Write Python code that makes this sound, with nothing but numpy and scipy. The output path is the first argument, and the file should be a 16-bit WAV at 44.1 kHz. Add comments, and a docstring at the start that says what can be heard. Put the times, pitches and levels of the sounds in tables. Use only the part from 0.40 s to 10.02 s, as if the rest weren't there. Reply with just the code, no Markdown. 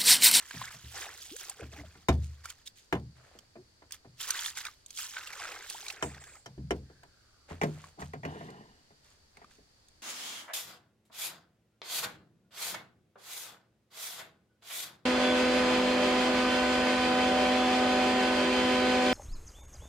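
"""Jug poured on mud

Outdoors on dry ground, water splashes from a big plastic jug onto a mud heap in three pours.
Bubble and droplet grains make the water; stray drops slap, and ringing modes make the jug thump as it is swung.
The jug is then knocked, set down and dragged (grains, singing walls) while bare feet tread the mud.
Grains make clothes rustle; a narrow hiss fades, a faint whine sinks, and coloured noise is the open air.
"""
import sys
import numpy as np
from scipy import signal
from scipy.fft import rfft, irfft, next_fast_len
from scipy.io import wavfile
from scipy.ndimage import uniform_filter1d, map_coordinates

SR = 44100
rng = np.random.default_rng(int(sys.argv[2]) if len(sys.argv) > 2 else 0)


def to_wav(s):
    """Save 16-bit WAV."""
    ch = np.atleast_2d(s).T  # columns
    pcm = np.round(np.clip(ch, -1, 1) * 32767)  # PCM
    wavfile.write(sys.argv[1], SR, pcm.astype(np.int16))


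N = 424241
TIME_S = np.arange(N) / SR

# All dB columns are relative: sources trim them further.
# Open-air spectrum: freq_hz, density_db_per_hz
AIR_SPECTRUM = [(25, -10), (82, -5), (180, -17), (400, -18), (1100, -23.5), (1650, -22.5), (2700, -27),
                (4600, -25.5), (7100, -27), (16000, -45)]
# Left-right correlation of the air: freq_hz, correlation (no unit)
AIR_CORRELATION = [(60, 0.94), (240, 0.49), (950, -0.096), (3770, -0.2)]
# Water spectrum: freq_hz, density_db_per_hz
WATER_SPECTRUM = [(150, -55), (400, -25.5), (618, -31.5), (735, -23.5), (938, -12.5), (1550, -5),
                  (2620, -10.5), (3170, -6.5), (4050, -10), (7440, -8.5), (9010, -14), (15200, -19)]
# Left-right tilt of the water, scaled per side in scene(): freq_hz, tilt_db
WATER_TILT = [(550, 2), (1650, -0.5), (4970, -2.5), (15000, -1.5)]
# Three pours; pooling = splash in standing water over spatter on bare mud: time_s, flow_db, pooling_db
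FIRST_POUR = [(0, -54.5, 2), (0.09, -54.5, -6), (0.24, -47.5, 2), (0.41, -59.5, -5), (0.5, -54, -11.5),
              (0.55, -48, -0.5), (0.62, -44, -4), (0.69, -54, 2.5), (0.81, -52, -10.5), (0.98, -53.5, -17),
              (1.03, -45.5, -6.5), (1.13, -59.5, -2)]
SECOND_POUR = [(3.75, -86, -18), (3.808, -42, -8), (3.946, -43, 0.5), (4.091, -41, -8.5),
               (4.146, -58.5, -2.5), (4.179, -40.5, -5), (4.234, -51, -1), (4.256, -46.5, 5),
               (4.37, -74.5, -10)]
THIRD_POUR = [(4.48, -68, -18), (4.55, -53.5, -29), (4.589, -41, -9), (4.71, -50.5, -9), (4.77, -49, 3.5),
              (4.84, -54, 0.5), (5.05, -48.5, 4), (5.23, -54, 3.5), (5.3, -47, -11.5), (5.418, -52.5, -2.5),
              (5.52, -50, -4.5), (5.57, -60, 4.5)]
# Short spills and sloshes as the jug swings: start_s, hold_s, flow_db, pooling_db
SPILLS = [(1.181, 0.06, -64, 8), (1.315, 0.1, -60.5, 2.5), (1.445, 0.19, -69.5, 1), (1.77, 0.45, -71.5, 0),
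          (2.035, 0.072, -54, -2), (2.254, 0.014, -50, -15), (3.516, 0.034, -53, -4), (5.6, 0.37, -67, 5)]
# Water depth under the stream, as gurgle over splash: time_s, gurgle_db
DEPTH = [(0.25, -15.5), (0.6, -4), (1.4, -1), (2.1, -12), (3.9, -16.5), (4.55, -28), (5.0, -5.5), (5.9, -1)]
# Drops and wet mud snapping: start_s, level_db, pitch_hz, tick_db
DROPS = [(0.109, -27.5, 1615, -54), (0.215, -26.5, 1035, -73), (0.964, -39, 1650, -48.5),
         (1.096, -39, 1015, -42.5), (2.055, -30, 1360, -49), (2.101, -36, 3130, -49),
         (2.274, -30.5, 3730, -63.5), (2.988, -41.5, 3140, -61.5), (3.508, -42, 1670, -58.5),
         (3.521, -42, 5450, -45.5), (3.803, -32, 3050, -60.5), (3.905, -27, 1540, -32.5),
         (3.991, -23.5, 3300, -59), (4.059, -25.5, 3460, -56), (4.172, -27.5, 1610, -54),
         (4.251, -29.5, 2420, -45), (4.266, -28, 3870, -58), (4.284, -36.5, 1200, -70),
         (4.461, -51, 5150, -56.5), (4.505, -39.5, 3240, -53), (4.574, -30, 3220, -51),
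         (4.767, -24.5, 1530, -63), (4.872, -32, 2750, -55), (5.053, -28.5, 1390, -66),
         (5.299, -36, 2640, -45.5), (5.464, -34, 2400, -54), (5.482, -25, 4050, -60),
         (5.501, -25.5, 2630, -55), (5.746, -37.5, 1890, -71), (5.839, -40.5, 1590, -60),
         (5.953, -43.5, 1250, -65), (6.633, -48, 1600, -70), (7.44, -37.5, 1090, -82),
         (8.103, -48, 4330, -69), (8.97, -43, 2110, -68.5), (9.044, -44.5, 1200, -77),
         (9.112, -51.5, 1650, -77.5), (9.484, -56.5, 3800, -69.5)]
# Wall and air modes of the jug: fuller_hz, lighter_hz, on_ground_hz, level_db, t60_s
JUG_MODES = [(74.4, 72, 84, -13.5, 0.65), (122.8, 133, 150, -7.5, 0.6), (242.3, 460, 190, -8, 0.22),
             (289.2, 312, 258, -3.5, 0.19), (378.6, 390, 418, 2, 0.12), (467, 492, 430, -4.5, 0.16),
             (594.5, 585, 578, -6, 0.092), (664, 684, 690, -5, 0.11), (784, 440, 770, -9.5, 0.13),
             (1062, 1400, 840, -1, 0.041), (1383, 1700, 1900, -9.5, 0.057), (1723, 3100, 1790, -9.5, 0.04),
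             (3495, 5600, 3350, -14, 0.035)]
# Dense wall modes: freq_hz, level_db
WALL_SPECTRUM = [(110, -4.5), (200, -0.5), (330, 1.5), (1000, 0.5), (2000, 0), (2900, -17), (7000, -5),
                 (14000, -32)]
# Boom, hollow, body, rap and crack registers: low_hz, high_hz
REGISTERS = [(45, 95), (100, 180), (220, 700), (700, 3000), (3000, 16000)]
# Left-channel lead of the jug: time_s, lead_samples
JUG_LEAD = [(0, 1.2), (1.7, 7.1), (2.5, 7.5), (5.6, 8.9), (6.3, 8.6), (7.2, 13.7)]
# Soft bumps of water, legs and ground on the jug: start_s, boom_db, hollow_db, body_db, rap_db
THUDS = [(0.139, -51, -44.5, -86, -55), (0.338, -79, -56, -74, -58.5), (0.436, -46.5, -65, -93, -84),
         (1.214, -44, -65, -45, -71), (1.329, -51, -59, -72.5, -60), (1.39, -47, -52.5, -53.5, -66),
         (1.552, -61, -61, -58.5, -61), (2.95, -74, -66.5, -57, -76), (3.154, -78, -59.5, -48.5, -57.5),
         (3.419, -79, -79.5, -60, -58.5), (3.645, -77, -56, -54, -60.5), (6.177, -42.5, -40, -70, -64.5),
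         (6.497, -71, -61, -55, -63), (6.631, -77, -69, -62, -57.5), (7.106, -44, -46.5, -44, -49.5),
         (7.618, -45, -43.5, -49, -43.5), (7.953, -70, -51, -46, -54), (8.008, -72, -49, -45.5, -49),
         (8.083, -74, -55, -48, -54), (8.205, -82, -67, -56, -62), (8.503, -81, -66.5, -62.5, -65),
         (8.969, -77.5, -73, -62, -59.5), (9.015, -77, -69, -58.5, -56), (9.18, -78, -75.5, -60.5, -73)]
# Big air bubbles: start_s, level_db, start_hz, end_hz, length_s
GLUGS = [(0.914, -45, 250, 550, 0.05), (1.198, -40, 516, 368, 0.015), (1.382, -47, 300, 282, 0.049),
         (1.436, -48, 690, 574, 0.019), (3.159, -48, 349, 372, 0.062), (4.773, -50, 1565, 1150, 0.026),
         (5.347, -40.5, 750, 1090, 0.012)]
# Hard blows on the jug: start_s, push_db, boom_db, hollow_db, body_db, rap_db, crack_db
KNOCKS = [(1.6848, -9.5, -26, -34.5, -24.5, -29, -42), (2.5253, -7, -40, -38, -29.5, -35, -52),
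          (2.55, -28, -41.5, -41, -49, -45.5, -67), (5.625, -9.5, -46.5, -45, -37, -38, -49.5),
          (6.059, -37, -65, -55, -53.5, -52, -59.5), (6.307, -10.5, -43, -44.5, -30.5, -39.5, -51),
          (7.214, -14, -45.5, -38, -34.5, -35.5, -52.5), (7.233, -16, -43, -38.5, -31.5, -39, -52),
          (7.734, -32, -66, -48, -44.5, -46.5, -68.5), (7.832, -40, -55.5, -48.5, -49, -48, -72),
          (7.85, -16.5, -49.5, -48.5, -41, -46.5, -62)]
# Cloth and crumbling soil, one row per movement: start_s, hold_s, rub_db, swish_db
RUSTLES = [(1.818, 0.013, -67, -54.5), (2.353, 0.029, -79, -56), (2.748, 0.24, -56.5, -71),
           (7.078, 0.041, -43, -59.5), (7.239, 0.23, -52, -61.5), (7.586, 0.029, -47, -52.5),
           (7.894, 0.18, -68, -67), (8.628, 0.097, -61, -67.5), (8.939, 0.13, -61, -85),
           (9.09, 0.045, -69.5, -65.5)]
# Cloth spectrum: freq_hz, density_db_per_hz
CLOTH_SPECTRUM = [(600, 9), (869, -2), (1350, 4), (5950, -11), (6370, -1.5), (16000, -28)]
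# Narrow, bright hisses: start_s, hold_s, level_db
NARROW_HISSES = [(5.623, 0.01, -43), (5.8, 0.17, -61.5)]
# Scrapes of the jug over grit: start_s, hold_s, level_db, attack_s, t60_s
SLIDES = [(7.573, 0.04, -40.5, 0.036, 0.12), (7.848, 0.34, -45.5, 0.005, 0.95)]
# Scrape spectrum: freq_hz, density_db_per_hz
DRAG_SPECTRUM = [(45, -34), (132, -3.5), (215, 0), (319, -9), (457, -1.5), (512, -24), (700, -6),
                 (880, -10), (1150, -14), (1900, -24.5), (6600, -54)]
# Singing of the dragged walls: pitch_hz, level_db
SLIDE_RINGS = [(1700, -60.5), (2950, -66.5), (3500, -71.5)]

CUTOFF_HZ = 16200
WANDER_PER_S = 90
AIR_DB, AIR_HISS_DB = -66, -71
WATER_LEAD_SAMPLES, SPLASH_SPREAD_SAMPLES = 2.1, 0.95  # left-channel lead: mean, deviation
SPILL_ATTACK_S, SPILL_T60_S = 0.011, 0.1
LUMP_DB, PUDDLE_LUMP_DB = 2.08, 1.7  # per unit of wander; standing water cushions the lumps
DRAIN_T60_S = 1  # mud fizzes on after a pour
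LIGHTER_FROM_S, SET_DOWN_S = 4.5, 7.0
JUG_PAN_DB = 0.55  # left over right
CONTACT_WIDTH_S, CONTACT_DELAY_S = 0.00018, 0.00074
RUSTLE_ATTACK_S, RUSTLE_T60_S = 0.021, 0.3
HISS_HZ, HISS_HALF_WIDTH, HISS_T60_S = 7540, 0.028, 0.28  # half width: share of pitch
WHINE_START_S, WHINE_HOLD_S, WHINE_DB = 6.42, 0.57, -74
WHINE_HZ, WHINE_SAG_HZ_PER_S = 1750, 780
SLIDE_FADE_DB_PER_S = 20.5  # slows as it slides
RING_HALF_WIDTH, RING_HOLD_S, RING_T60_S = 0.045, 0.15, 1.4  # half width: share of pitch


def from_db(db):
    """Decibels to amplitude."""
    return 10 ** (np.asarray(db) / 20)


def rms_one(x):
    """Scale to unit rms."""
    return x / np.sqrt(np.mean(x ** 2) + 1e-20)


def at_hz(points, hz):
    """Read a spectrum on a log-frequency axis."""
    freq_hz, value = np.array(points).T
    return np.interp(np.log(np.maximum(hz, 1)), np.log(freq_hz), value)


def at_time(points):
    """Read a (time_s, value) contour at every sample."""
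    return np.interp(TIME_S, *np.transpose(points))


def noise(*shape):
    """White Gaussian noise."""
    return rng.standard_normal(shape)


def band(x, low_hz, high_hz, order=2):
    """Butterworth band-pass."""
    sos = signal.butter(order, [low_hz, high_hz], "band", fs=SR, output="sos")
    return signal.sosfilt(sos, x)


def colour(x, spectrum, share=1):
    """Shape a signal by a smooth spectrum, its dB scaled by share."""
    size = next_fast_len(N)
    gain = from_db(share * at_hz(spectrum, np.fft.rfftfreq(size, 1 / SR)))
    return irfft(rfft(x, size) * gain, size)[..., :N]


def add(out, start_s, sound):
    """Mix a short sound in at start_s."""
    at = round(start_s * SR)
    out[at:at + len(sound)] += sound[:N - at]


def dying(t, t60):
    """Exponential decay, 60 dB per t60."""
    return from_db(-60 * t / t60)


def swell(start_s, hold_s, attack_s, t60_s):
    """Attack, hold and release of one movement, as a gain in time; then silence."""
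    out = np.zeros(N)
    age_s = np.arange(int((hold_s + t60_s) * SR) + 1) / SR
    attack = np.minimum(age_s / max(attack_s, 1e-3), 1)
    add(out, start_s, attack * dying(np.maximum(age_s - hold_s, 0), t60_s))
    return out


def wander():
    """Random contour: straight lines between unit-deviation Gaussian values."""
    return np.interp(TIME_S * WANDER_PER_S, np.arange(N), noise(N))


def narrow_noise(hz, half_width):
    """Flickering noise in one soft-edged resonance, unit rms."""
    flicker = from_db(2 * wander())
    return rms_one(flicker * band(noise(N), hz / (1 + half_width), hz * (1 + half_width), order=1))


def grains(gain, spectrum, low_hz, high_hz, per_s, cycles, spread_db, hiss):
    """Tiny impacts and bubbles of random size, rising pitch and place over fine hiss; stereo."""
    count = int(per_s * N / SR)
    age = np.arange(int(cycles * SR / low_hz))
    when, pitch, size, place = rng.random((count, 4)).T
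    at = (when * N).astype(int)
    heard = gain[at] > 0
    at = at[heard, None]
    hz = low_hz * (high_hz / low_hz) ** pitch[heard, None]
    size_db = spread_db * np.minimum(-np.log(1 - size[heard, None]), 4)
    height = from_db(at_hz(spectrum, hz) + size_db) * hz
    # sqrt(12) turns a uniform draw into unit deviation
    right_lag = WATER_LEAD_SAMPLES + SPLASH_SPREAD_SAMPLES * np.sqrt(12) * (place[heard, None] - .5)
    sides = []
    for lag in (0, right_lag):
        turns = np.maximum(age - lag, 0) * hz / SR
        tone = np.sin(2 * np.pi * turns * (1 + 0.091 * turns / cycles))
        rings = height * (1 - np.exp(-2 * turns)) * dying(turns, cycles) * tone
        sides.append(np.bincount((at + age).ravel(), rings.ravel(), N + len(age))[:N])
    grain = rms_one(np.array(sides)) * np.sqrt(np.mean(gain > 0))
    fine = rms_one(band(colour(noise(2, N), spectrum), low_hz, high_hz))
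    return gain * (grain + hiss * fine) / np.hypot(1, hiss)


def outdoors(x, lead_samples, scatter_db, scatter_hz, scatter_t60_s):
    """Sound reaches the left channel first; rough ground scatters some treble to each side."""
    t = np.arange(SR // 12) / SR
    echoes = band(noise(2, len(t)) * dying(t, scatter_t60_s), scatter_hz, CUTOFF_HZ)
    echoes *= from_db(scatter_db) / np.sqrt(np.sum(echoes ** 2, axis=1, keepdims=True))
    right = map_coordinates(x, [np.arange(N) - lead_samples], order=3)
    return np.array([x, right]) + signal.fftconvolve(x[None], echoes, axes=1)[:, :N]


def air():
    """Still open air as partly correlated noise, with a faint band of hiss."""
    mid_db = [(hz, 10 * np.log10(1 + c)) for hz, c in AIR_CORRELATION]
    side_db = [(hz, 10 * np.log10(1 - c)) for hz, c in AIR_CORRELATION]
    mid, side = colour(noise(N), mid_db), colour(noise(N), side_db)
    open_air = rms_one(colour(np.array([mid + side, mid - side]), AIR_SPECTRUM))
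    hiss = rms_one(band(noise(2, N), 4360, 4830, order=1))
    return from_db(AIR_DB) * open_air + from_db(AIR_HISS_DB) * hiss


def stream():
    """Gurgle, splash and spatter gains: flow drives all, standing water favours the first two."""
    spatter, splash = np.zeros((2, N))
    for rows in (FIRST_POUR, SECOND_POUR, THIRD_POUR):
        time_s, flow_db, pooling_db = np.transpose(rows)
        drain = swell(time_s[0], time_s[-1] - time_s[0], 0, DRAIN_T60_S)
        flow = from_db(np.interp(TIME_S, time_s, flow_db)) * drain
        spatter += flow
        splash += flow * from_db(np.interp(TIME_S, time_s, pooling_db))
    for start_s, hold_s, flow_db, pooling_db in SPILLS:
        flow = from_db(flow_db) * swell(start_s, hold_s, SPILL_ATTACK_S, SPILL_T60_S)
        spatter += flow
        splash += flow * from_db(pooling_db)
    lumps = wander()  # the stream breaks into lumps
    splash *= from_db(PUDDLE_LUMP_DB * lumps)
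    gurgle = splash * from_db(at_time(DEPTH))
    return gurgle, splash, spatter * from_db(LUMP_DB * lumps)


def pour():
    """Big bubbles in the puddle, small ones in the splash, spatter and fat splats, mist off bare mud."""
    gurgle, splash, spatter = stream()
    bare = spatter / (np.hypot(spatter, splash) + 1e-12)
    water = WATER_SPECTRUM
    big = grains(gurgle, water, 308, 800, per_s=250, cycles=26, spread_db=1.5, hiss=0.15)
    small = grains(splash, water, 800, 2700, per_s=1500, cycles=26, spread_db=4.0, hiss=0.2)
    fine = grains(spatter, water, 2630, 8300, per_s=2200, cycles=28, spread_db=3.8, hiss=0.45)
    splats = grains(spatter, water, 1400, 7500, per_s=130, cycles=11, spread_db=2.5, hiss=0)
    mist = grains(spatter * bare, water, 8300, 15660, per_s=1600, cycles=24, spread_db=3.5, hiss=0.55)
    bubbles = from_db(-3.0) * big + from_db(0.55) * small
    return bubbles + from_db(0.5) * (fine + 0.36 * splats) + from_db(-5.0) * mist


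def drops():
    """A drop slaps with a sharp tick and short wet burst; the air pocket under it rings upward."""
    out, t = np.zeros(N), np.arange(SR // 10) / SR
    opening = 1 - np.exp(-t / 0.00083)
    tick_shape = np.exp(-abs(t - .0015) / 0.00079) + 0.055 * opening * dying(t, 0.024)
    for start_s, level_db, hz, tick_db in DROPS:
        pocket = np.sin(2 * np.pi * hz * t * (1 + 0.76 * t)) * dying(t, 0.025 * (hz / 1500) ** -.7)
        wet = rms_one(band(noise(len(t)), hz / 2, hz * 2)) * dying(t, 0.018)
        slap = rms_one(band(noise(len(t)), 5400, 8600, order=1)) * tick_shape
        body = from_db(level_db) * opening * (0.91 * pocket + .5 * wet)
        add(out, start_s, body + from_db(tick_db + 14) * slap)
    return out


def blow(t, state, rise_s, ring, dense_db, dense_t60_s):
    """Jug modes (state 0 fuller, 1 lighter, 2 on ground) over dense wall rattle; lows swell later."""
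    def envelope(hz, t60_s):
        return (1 - np.exp(-t / (rise_s + 0.26 / hz))) * dying(t, t60_s * ring)

    modes, rattle = np.zeros((2, len(t)))
    for *pitches_hz, level_db, t60_s in JUG_MODES:
        hz = pitches_hz[state]
        detuned_hz = hz * (1 + 0.017 * rng.normal())
        tone = np.sin(2 * np.pi * (detuned_hz * t + rng.random()))
        modes += from_db(level_db) * envelope(hz, t60_s) * tone
    for hz in np.geomspace(110, 14000, 13):
        part = rms_one(band(noise(len(t)), hz / 1.293, hz * 1.231))
        rattle += from_db(at_hz(WALL_SPECTRUM, hz)) * envelope(hz, dense_t60_s * (hz / 500) ** -.65) * part
    crack = rms_one(band(noise(len(t)), 1500, 14000, order=1)) * dying(t, 0.0025)
    crack *= from_db(3.5) * np.exp(-rise_s / 0.0016)  # stronger for quick contact
    return modes + from_db(dense_db) * (rattle + crack)


def strikes(table, trim_db, rise_s, ring, dense_db, dense_t60_s):
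    """The jug rings; where the blow lands sets how strongly each register answers."""
    out, t = np.zeros(N), np.arange(SR * 3 // 4) / SR
    for start_s, *levels_db in table:
        state = int(start_s > LIGHTER_FROM_S) + int(start_s > SET_DOWN_S)
        sound = blow(t, state, rise_s, ring, dense_db, dense_t60_s)
        for (low_hz, high_hz), level_db in zip(REGISTERS, levels_db):
            part = band(sound, low_hz, high_hz, order=2 if high_hz < 200 else 3)
            loudest_rms = np.sqrt(uniform_filter1d(part ** 2, size=SR // 20).max())
            add(out, start_s, from_db(level_db + trim_db) * part / loudest_rms)
    return out


def thuds():
    """Soft, slow contacts ring the jug dully."""
    return strikes(THUDS, trim_db=-1.0, rise_s=0.0014, ring=0.66, dense_db=-11.0, dense_t60_s=0.28)


def glugs():
    """Big bubbles glide in pitch as they rise, some through the water in the jug, some in the puddle below."""
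    out = np.zeros(N)
    for start_s, level_db, start_hz, end_hz, length_s in GLUGS:
        age = np.linspace(0, 1, int(length_s * SR))
        envelope = np.minimum(age / 0.036, 1) * (1 - age) ** 0.27
        hz = start_hz + (end_hz - start_hz) * age
        add(out, start_s, from_db(level_db) * envelope * np.sin(2 * np.pi * np.cumsum(hz) / SR))
    return out


def contacts():
    """Each hard blow starts with one brief two-sided pressure push."""
    out = np.zeros(N)
    push = np.arange(SR // 100) / SR / CONTACT_WIDTH_S - 3
    for start_s, push_db, *_ in KNOCKS:
        add(out, start_s + CONTACT_DELAY_S, from_db(push_db) * push * np.exp(-push ** 2))
    return out


def knocks():
    """Hard blows: a contact push, then quick, bright ringing of the jug."""
    registers = np.delete(KNOCKS, 1, axis=1)  # without push_db
    return contacts() + strikes(registers, trim_db=2.5, rise_s=0.00032, ring=0.88,
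                                dense_db=-10.0, dense_t60_s=0.21)


def knock_noise():
    """Uneven mid-treble noise swells over 40 ms from each hard blow's onset, then dies away."""
    out = np.zeros(N)
    t = np.arange(-SR // 25, SR // 4) / SR  # 0 at the peak
    envelope = np.where(t < 0, .5 * dying(abs(t), 0.13), dying(abs(t), 0.23))
    for start_s, *_, crack_db in KNOCKS:
        steps_db = 4 * np.repeat(noise(len(t) // 64 + 1), 64)[:len(t)]
        uneven = rms_one(band(noise(len(t)) * from_db(steps_db), 1199, 5500, order=1))
        add(out, start_s, from_db(crack_db - 12.5) * envelope * uneven)
    return out


def rustle():
    """Clothes rub and crumbs of soil shift underfoot: low rub and high swish grains."""
    rub, swish = np.zeros((2, N))
    for start_s, hold_s, rub_db, swish_db in RUSTLES:
        movement = swell(start_s, hold_s, RUSTLE_ATTACK_S, RUSTLE_T60_S)
        rub += from_db(rub_db - 7.5) * movement
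        swish += from_db(swish_db - 0.5) * movement
    return (grains(rub, CLOTH_SPECTRUM, 530, 3500, per_s=330, cycles=3.9, spread_db=0.5, hiss=1.0)
            + grains(swish, CLOTH_SPECTRUM, 2830, 15300, per_s=2100, cycles=5.4, spread_db=4.0, hiss=0.7))


def narrow_hiss():
    """Narrow, bright hiss near 7.5 kHz that fades."""
    gain = sum(from_db(level_db) * swell(start_s, hold_s, 0, HISS_T60_S)
               for start_s, hold_s, level_db in NARROW_HISSES)
    return gain * narrow_noise(HISS_HZ, HISS_HALF_WIDTH)


def whine():
    """A faint, airy whine sinks in pitch: a gliding sine times low-frequency noise."""
    hz = WHINE_HZ - WHINE_SAG_HZ_PER_S * np.clip(TIME_S - WHINE_START_S, 0, 1)
    flutter = rms_one(band(noise(N), 15, 160))
    tone = np.sqrt(2) * flutter * np.sin(2 * np.pi * np.cumsum(hz) / SR)
    return from_db(WHINE_DB) * swell(WHINE_START_S, WHINE_HOLD_S, attack_s=0.026, t60_s=1.0) * tone


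def drag():
    """The base slips on grit and the hollow body drones; the last, long slide makes the walls sing."""
    slide = np.zeros(N)
    for start_s, hold_s, level_db, attack_s, t60_s in SLIDES:
        fading_db = level_db - SLIDE_FADE_DB_PER_S * np.maximum(TIME_S - start_s, 0)
        slide += from_db(fading_db) * swell(start_s, hold_s, attack_s, t60_s)
    scrape = grains(slide, DRAG_SPECTRUM, 112.3, 3260, per_s=1100, cycles=20, spread_db=2.0, hiss=0.79)[0]
    singing = sum(from_db(level_db) * narrow_noise(hz, RING_HALF_WIDTH) for hz, level_db in SLIDE_RINGS)
    return scrape + singing * swell(SLIDES[-1][0], RING_HOLD_S, 0, RING_T60_S)


def scene():
    """Water lands ahead; the jug is carried off to the left."""
    small_sounds = outdoors(drops() + knock_noise() + narrow_hiss(), WATER_LEAD_SAMPLES,
                            scatter_db=-2.5, scatter_hz=2660, scatter_t60_s=0.023)
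    left, right = pour() + rustle() + small_sounds
    water = np.array([colour(left, WATER_TILT, 0.45), colour(right, WATER_TILT, -0.87)])
    jug = outdoors(thuds() + glugs() + knocks() + drag(), at_time(JUG_LEAD),
                   scatter_db=1.5, scatter_hz=2460, scatter_t60_s=0.058)
    jug *= from_db([[JUG_PAN_DB / 2], [-JUG_PAN_DB / 2]])
    return water + jug + whine() + air()


def record(dry):
    """Steep elliptic low-pass."""
    return signal.sosfilt(signal.ellip(10, .2, 70, CUTOFF_HZ, fs=SR, output="sos"), dry)


dry = scene()
out = record(dry)
to_wav(out)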